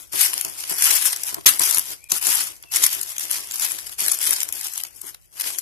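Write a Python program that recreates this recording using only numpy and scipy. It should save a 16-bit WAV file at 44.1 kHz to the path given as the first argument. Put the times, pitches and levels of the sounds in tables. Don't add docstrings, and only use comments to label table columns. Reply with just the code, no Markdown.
import sys
import numpy as np
from scipy import signal
from scipy.fft import rfft, irfft, next_fast_len
from scipy.io import wavfile
from scipy.ndimage import uniform_filter1d, map_coordinates

SR = 44100
rng = np.random.default_rng(int(sys.argv[2]) if len(sys.argv) > 2 else 0)


def how_loud(loudness_db):
    steps = np.asarray(loudness_db, float) / 20
    return 10 ** steps


def transcribe(u):
    v = np.clip(np.atleast_2d(u).T, -1, 1)
    q = np.round(v * 32767).astype(np.int16)
    wavfile.write(sys.argv[1], SR, q)


N = 247401


def unit(x):
    return x / np.sqrt(np.mean(x ** 2) + 1e-20)


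def along(points, hz):
    f, v = np.transpose(points)
    return np.interp(np.log(hz + 1), np.log(f + 1), v)


def curves(rows):
    s, *cols = np.transpose(rows)
    return [np.interp(np.arange(N) / SR, s, c) for c in cols]


def wobble(rate):
    knots = rng.standard_normal(int(N * rate / SR) + 4)
    return map_coordinates(knots, [np.arange(N) * rate / SR])


def filtered(x, response):
    m = next_fast_len(N + SR // 2)
    return irfft(rfft(x, m) * response(np.fft.rfftfreq(m, 1 / SR)), m)[..., :N]


def sides(pan_db):
    return how_loud(np.array([pan_db / 2, -pan_db / 2]))


def ports(pair, gain):
    # frequency in Hz, left minus right in dB
    balance = [(100, -1), (380, 3), (1300, 1), (2500, 2), (4300, -1.5), (7000, 2.5), (9000, 3), (10000, 14),
               (11200, 15), (14000, 15.5)]
    # frequency in Hz, left-right likeness (-1 opposite, 0 unrelated, 1 same)
    alike = [(60, -0.76), (500, -0.73), (1400, -0.4), (3000, -0.046), (6000, 0.071)]

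    def turn(hz):
        return np.arccos(np.clip(along(alike, hz), -1, 1)) / 2

    mid, side = filtered(pair, lambda hz: gain(hz) * [np.cos(turn(hz)), np.sin(turn(hz))])
    return filtered(np.array([mid + side, mid - side]), lambda hz: sides(along(balance, hz)))


def paper():
    crisp_db = handling()
    effort_db = crisp_db + 29.5
    body_db = -37 + 0.95 * effort_db
    boom_db = -51 + 0.62 * effort_db
    grain = buckles(rate=450, spread_db=4, cap_db=8, clump_db=5, t60=.012, smooth=.6)
    grain = grain * sides(1.5 * wobble(8))
    snap_crisp, snap_body = snaps()
    crisp = how_loud(crisp_db) * grain * sheet(lo_hz=4050, hi_hz=19700, patchy_db=3.0)
    crisp += snap_crisp * even(sheet(lo_hz=4330, hi_hz=20700, patchy_db=8.0))
    body = np.hypot(how_loud(body_db) * grain ** 0.5, snap_body) * sheet(lo_hz=677, hi_hz=3860, patchy_db=2.5)
    boom = how_loud(boom_db + 2.4 * wobble(25)) * sheet(lo_hz=100, hi_hz=632, patchy_db=0)
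    return crisp + body + boom


def handling():
    # start in seconds, hold in seconds, rustle in dB, fall in ms per 10 dB
    presses = [(0.135, .03, -28.5, 48), (1.47, 0.018, -6, 18.5), (1.515, 0.027, -23.5, 66),
               (1.605, 0.17, -19.5, 40), (2.106, 0.048, -30, 40), (2.227, 0.066, -21, 55),
               (2.264, 0.12, -18.5, 57), (2.43, 0.044, -30.5, 46), (2.729, .02, -26.5, 19),
               (3.301, 0.027, -33.5, 36.5), (3.99, 0.15, -23.5, 36), (3.438, 0.062, -38.5, 60),
               (4.206, 0.066, -22.5, 56.5), (4.533, 0.047, -31, 59.5), (5.329, .04, -50.5, 69),
               (5.436, 0.067, -30, 13.5), (5.535, 0.056, -35.5, 62)]
    # crest in seconds, rustle in dB, rise and fall in ms per 10 dB
    sweeps = [(0, -39.5, 50, 70), (.214, -11.5, 51.3, 57), (.378, -25.5, 100, 135), (.59, -33, 69.3, 560),
              (.706, -23, 30, 52), (.859, -11, 47, 129), (1.068, -23.5, 59, 58), (1.293, -25, 86, 49),
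              (1.93, -25.5, 64, 18), (2.164, -20.5, 51, 29), (2.421, -23, 100, 10), (2.65, -51.5, 151, 130),
              (2.762, -14.5, 27.8, 21), (2.841, -14.5, 50, 39), (2.932, -23, 25, 99),
              (3.108, -30, 59.7, 36), (3.225, -26, 60, 87), (3.346, -21, 69, 68), (3.56, -34.5, 150, 100),
              (3.649, -19.5, 70, 41), (3.72, -26.5, 50.8, 110), (3.93, -38.5, 200, 20),
              (4.289, -18.5, 60, 113), (4.668, -26.5, 55, 27), (4.785, -31, 100, 66),
              (4.96, -47.5, 100, 216), (5.085, -31, 41, 22), (5.407, -27, 30, 20), (5.478, -21.5, 30, 36),
              (1.97, -48.5, 30, 93)]
    land_ms, rest_db = 5.8, -68.5
    ms = np.arange(N) * 1000 / SR
    landings = np.array([-1] + [s for s, *_ in presses]) * 1000
    moves = [(s, hold, db, land_ms, fall) for s, hold, db, fall in presses]
    moves += [(s, 0, *rest) for s, *rest in sweeps]
    power = how_loud(2 * rest_db)
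    for s, hold, db, rise, fall in moves:
        early = (1000 * s - ms) / rise
        late = (ms - 1000 * (s + hold)) / fall
        unborn = (landings[landings <= 1000 * s].max() - ms) / land_ms
        slope = np.maximum(0, np.max([early, late, unborn], axis=0))
        power = power + how_loud(2 * db - 20 * slope)
    return 10 * np.log10(power)


def buckles(rate, spread_db, cap_db, clump_db, t60, smooth):
    chance, size = rng.random(N), rng.exponential(size=N)
    struck = chance < rate / SR * how_loud(clump_db * wobble(30))
    starts = struck * how_loud(np.minimum(spread_db * size, cap_db))
    t = np.arange(SR // 20) / SR
    bursts = signal.fftconvolve(starts ** 2, how_loud(-120 * t / t60))[:N]
    return unit(np.sqrt(np.abs(bursts) / np.mean(bursts) + smooth))


def creases():
    # time in seconds, peak in dB
    flecks = [(.428, -27), (.487, -28), (.5273, -30), (.6011, -30.5), (.6241, -29), (.813, -20), (.849, -9),
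              (.857, -7.5), (.868, -7), (.876, -11), (.904, -14), (.929, -13), (1.1, -20.5), (1.1718, -22),
              (1.39, -36.5), (1.7016, -15), (1.7271, -14), (1.759, -15.5), (2.5667, -35.5), (3.0895, -26),
              (3.2536, -23), (3.915, -32), (4.175, -26), (4.3367, -11.5), (4.4147, -14), (4.6839, -23.5),
              (4.885, -35), (5.4192, -15), (5.5914, -16.5)]
    # time in seconds, peak in dB
    ticks = [(.3402, -10), (.379, -10.5), (.4122, -7.5), (.4495, -10), (.8236, -0.5), (1.7382, -12.5),
             (1.773, -8), (1.7843, -5), (1.7949, -5), (2.0419, -29.5), (2.1072, -15), (2.627, -29),
             (3.1829, -11), (3.1964, -12.5), (3.3132, -6.5), (3.5122, -14.5), (3.5977, -10),
             (4.0066, -12.5), (4.0633, -9.5), (4.117, -6.5), (4.189, -14), (4.3315, -5.5), (4.4324, -7),
             (4.4895, -14.5), (4.526, -12), (4.7782, -12), (4.8369, -11), (5.4107, -9.5), (5.5702, -30),
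             (5.5865, -11.5)]
    # time in seconds, peak in dB
    cracks = [(.128, -34), (.1576, -15), (.2534, -22), (.6968, -19), (1.124, -15), (1.163, -14),
              (1.2358, -12.5), (1.3451, -11), (1.596, -5.5), (1.7112, -7), (1.747, -7), (2.12, -1.5),
              (2.722, -24), (2.866, -1.5), (3.0144, -13.5), (3.0326, -16), (3.241, -23), (3.521, -20.5),
              (3.559, -14.5), (3.6136, -22.5), (3.719, -16.5), (3.9954, -14.5), (4.0832, -7), (4.1212, -7),
              (4.215, -16.5), (4.3091, -4.5), (4.405, -10), (4.6123, -17.5), (4.7372, -21.5),
              (5.0164, -20.5)]
    # time in seconds, peak in dB
    pops = [(.334, -15.5), (.639, -21.5), (.7243, -20), (1.4108, -34.5), (2.9343, -31.5), (3.166, -24.5),
            (3.321, -25.5), (3.7106, -19), (3.788, -21.5), (3.8953, -27), (3.9267, -28), (4.3256, -16),
            (4.369, -23.5), (4.419, -19), (4.5686, -28), (4.658, -22.5), (4.8028, -24), (4.851, -25),
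            (4.8689, -35.5), (5.1467, -28.5), (5.375, -35.5), (5.4127, -18.5), (5.441, -22.5),
            (5.505, -22.5), (5.548, -26.5)]
    # time in seconds, peak in dB, width in ms
    crunches = [(.2599, -15.5, 12), (0.911, -9, 8.1), (.957, -13.5, 35), (1.024, -13.5, 7.9),
                (1.0585, -11, 37), (1.1314, -13.5, 7.8), (1.4652, 1.5, 9.5), (1.6203, -11, 16),
                (1.637, -11, 8), (2.2166, -20.5, 8.3), (2.405, -16.5, 9.8), (2.4737, -24.5, 6.3),
                (2.7675, -13, 4.3), (2.839, -2, 3.7), (3.2102, -21, 7.7), (3.541, -20, 12),
                (3.6243, -15.5, 27), (3.652, -15, 4.6), (3.87, -24.5, 7.7), (4.268, -13.5, 8),
                (4.2987, -23, 4.4), (4.364, -17, 5), (4.646, -23, 12), (5.4, -18, 5), (0.7854, -16, 5),
                (2.32, -14.5, 4), (3.308, -16.5, 3), (4.045, -17.5, 3), (4.0536, -18.5, 3),
                (4.7577, -22, 4)]
    # time in seconds, peak in dB, body relative in dB, width in ms
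    nail = [
        (2.638, -51.5, 12, 3),
    ]
    # table, body relative dB, width ms
    kinds = [(flecks, -19, 2.2), (ticks, -18.5, 1.77), (cracks, -21.5, 3.23), (pops, -9, 3.4)]
    plain = [(s, db, body_db, width) for rows, body_db, width in kinds for s, db in rows]
    crushed = [(s, db, -14, width) for s, db, width in crunches]
    return plain + crushed + list(nail)


def snaps():
    crisp, body = np.zeros((2, N + SR)), np.zeros((2, N + SR))
    lead = 200
    ms = np.arange(-lead, 1200) * 1000 / SR
    events = creases()
    lean_db = rng.standard_normal(len(events))
    for (s, db, body_db, width), lean in zip(events, lean_db):
        at = round(s * SR) - lead
        reach_ms = np.where(ms < 0, .4, .5) * width + .05
        shape_db = -6 * (np.abs(ms) / reach_ms) ** 1.4
        crisp[:, at:at + len(ms)] += (how_loud(db - 2.0 + shape_db) * sides(3 * lean)[:, None]) ** 2
        body[:, at:at + len(ms)] += how_loud(db + body_db + 1.5 + .5 * shape_db) ** 2
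    return np.sqrt(crisp[:, :N]), np.sqrt(body[:, :N])


def sheet(lo_hz, hi_hz, patchy_db):
    # frequency in Hz, level in dB per Hz
    colour = [(59, -20), (100, -17), (179, -24.5), (301, -15), (505, -18), (765, -14), (1550, -14),
              (2660, -11), (2950, -9), (4030, -10.5), (5060, -4), (6770, -3), (9640, -1.5), (11400, -0.5),
              (14300, -10.5)]
    z = signal.stft(rng.standard_normal((2, N)), nperseg=128)[2]
    field = uniform_filter1d(rng.standard_normal(z.shape), size=2, axis=1)
    field = uniform_filter1d(field, size=3, axis=2)
    field = unit(field) + unit(uniform_filter1d(field, size=24, axis=2))
    pair = signal.istft(z * how_loud(patchy_db * unit(field)), nperseg=128)[1][:, :N]

    def band(hz):
        return how_loud(along(colour, hz)) / np.sqrt((1 + (lo_hz / (hz + 1)) ** 6) * (1 + (hz / hi_hz) ** 6))

    return unit(ports(pair, band))


def even(x):
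    level = np.sqrt(np.abs(uniform_filter1d(x ** 2, size=44, axis=1))) + 1e-9
    return x / level * np.sqrt(np.mean(x ** 2, axis=1, keepdims=True))


def tin():
    # time in seconds, peak in dB, t60 in seconds
    thumps = [(0.134, -34, 0.086), (0.446, -39.5, 0.21), (0.711, -35.5, 0.064), (1.324, -38.5, 0.051),
              (1.35, -40, 0.064), (1.366, -40, 0.087), (1.381, -33.5, 0.04), (1.458, -22.5, 0.029),
              (1.6, -29, 0.081), (1.769, -35.5, 0.11), (2.12, -32.5, 0.055), (2.279, -42, 0.088),
              (2.635, -56, 0.061), (2.643, -52, 0.052), (2.859, -54, 0.07), (3.626, -46.5, 0.034),
              (4.012, -36.5, 0.07), (4.657, -57.5, 0.086), (5.034, -47.5, 0.15), (5.459, -45.5, 0.092)]
    # centre in Hz, width in Hz, level in dB
    resonances = [(80, 70, -17), (143, 37, 2.5), (285.6, 62, 3), (392, 38, 4.5), (684, 27, 3),
                  (744, 43, -4.5), (1010, 230, 0)]
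    push, t = np.zeros((2, N + SR)), np.arange(SR // 8) / SR
    for s, db, t60 in thumps:
        burst = how_loud(db + 19.5 - 60 * t / t60) * rng.standard_normal((2, len(t)))
        push[:, round(s * SR):][:, :len(t)] += burst

    def modes(f):
        total = 0
        for k, (c, w, db) in enumerate(resonances):
            total = total + (-1) ** k * how_loud(db) * 1j * f * w / (c * c - f * f + 1j * f * w)
        return total

    return ports(push[:, :N], modes)


def squeak():
    # time in seconds, pitch in Hz, level in dB
    slides = [
        [(1.34, 720, -49), (1.4, 660, -55)],
        [(1.99, 2220, -59.5), (2.04, 2450, -50.5), (2.12, 2390, -50)],
        [(2.65, 2740, -50), (2.75, 2600, -52)],
    ]
    out, t = np.zeros(N), np.arange(N) / SR
    for rows in slides:
        hz, db = curves(rows)
        fade = np.clip(np.minimum(t - rows[0][0], rows[-1][0] - t) / 0.0154, 0, 1)
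        level = fade * how_loud(db - 1 + 2.5 * wobble(150))
        shaky_hz = hz * (1 + .025 * wobble(300))
        out += level * np.sin(2 * np.pi * np.cumsum(shaky_hz) / SR)
    return out * sides(6.)[:, None]


def kitchen(x):
    # frequency in Hz, t60 in seconds
    decay = [(300, 0.36), (2000, 0.33), (10000, 0.069)]
    hz, t, z = signal.stft(rng.standard_normal((1, SR // 2)), SR, nperseg=256)
    tail = signal.istft(z * how_loud(-60 * t / along(decay, hz)[:, None]), SR, nperseg=256)[1]
    return signal.fftconvolve(x, tail / np.linalg.norm(tail), axes=1)[:, :N]


def air():
    # frequency in Hz, level in dB per Hz
    hush = [(18, -28), (30, -11), (59, -3.5), (178, -14), (197, -37), (554, -49), (598, -21), (663, -45),
            (3840, -60), (9960, -33.5), (14300, -67)]
    level = how_loud(-58 + 1.5 * wobble(7.5))
    return level * unit(ports(rng.standard_normal((2, N)), lambda hz: how_loud(along(hush, hz))))


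def scene():
    near = paper() + tin() + squeak()
    return near + how_loud(-16) * kitchen(near) + air()


def starved(x, soft_db, fickle_db):
    # frequency in Hz, threshold
    # in dB
    mask = [(80, -5), (300, -7), (560, -3.5), (850, -10), (2300, -8), (2800, -6), (4200, -3), (6000, -10),
            (13500, -11)]
    gaps = [
        (1.45, 1.457),
        (2.08, 2.087),
        (3.175, 3.179),
        (4.52, 4.523),
    ]
    hz, _, z = signal.stft(x, SR, nperseg=2048, noverlap=1536)
    power = np.abs(z[:, :1024]) ** 2
    bands = 10 * np.log10(power.reshape(2, 256, 4, -1).mean(2) + 1e-14)
    loudest = uniform_filter1d(bands[:, 16:], size=24, axis=1).max(axis=(0, 1))
    share = uniform_filter1d(bands - loudest, size=3, axis=1)
    whim = uniform_filter1d(rng.standard_normal((128, len(loudest))), size=6, axis=1)
    whim = unit(whim).repeat(2, axis=0)
    margin = share - np.median(share, axis=2, keepdims=True)
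    margin = margin - along(mask, hz[2:1024:4])[:, None] + fickle_db * whim
    margin += .15 * np.minimum(loudest - np.median(loudest), 0)
    opening = 1 / (1 + np.exp(np.clip(-margin / soft_db, -30, 30)))
    z[:, :1024] *= opening.repeat(4, axis=1)
    y = signal.istft(z, SR, nperseg=2048, noverlap=1536)[1][:, :N]
    for start, end in gaps:
        y[:, round(start * SR):round(end * SR)] *= .07
    return y


def band_limit(x):
    return signal.sosfilt(signal.butter(12, 15280, fs=SR, output="sos"), x)


def record(dry):
    x = starved(np.clip(dry, -1.15, 1.15), soft_db=.4, fickle_db=5)
    x = filtered(x, lambda hz: 1 / np.sqrt(1 + (hz / 14100) ** 200))
    return band_limit(np.clip(x, -1, 1))


dry = scene()
out = record(dry)
transcribe(out)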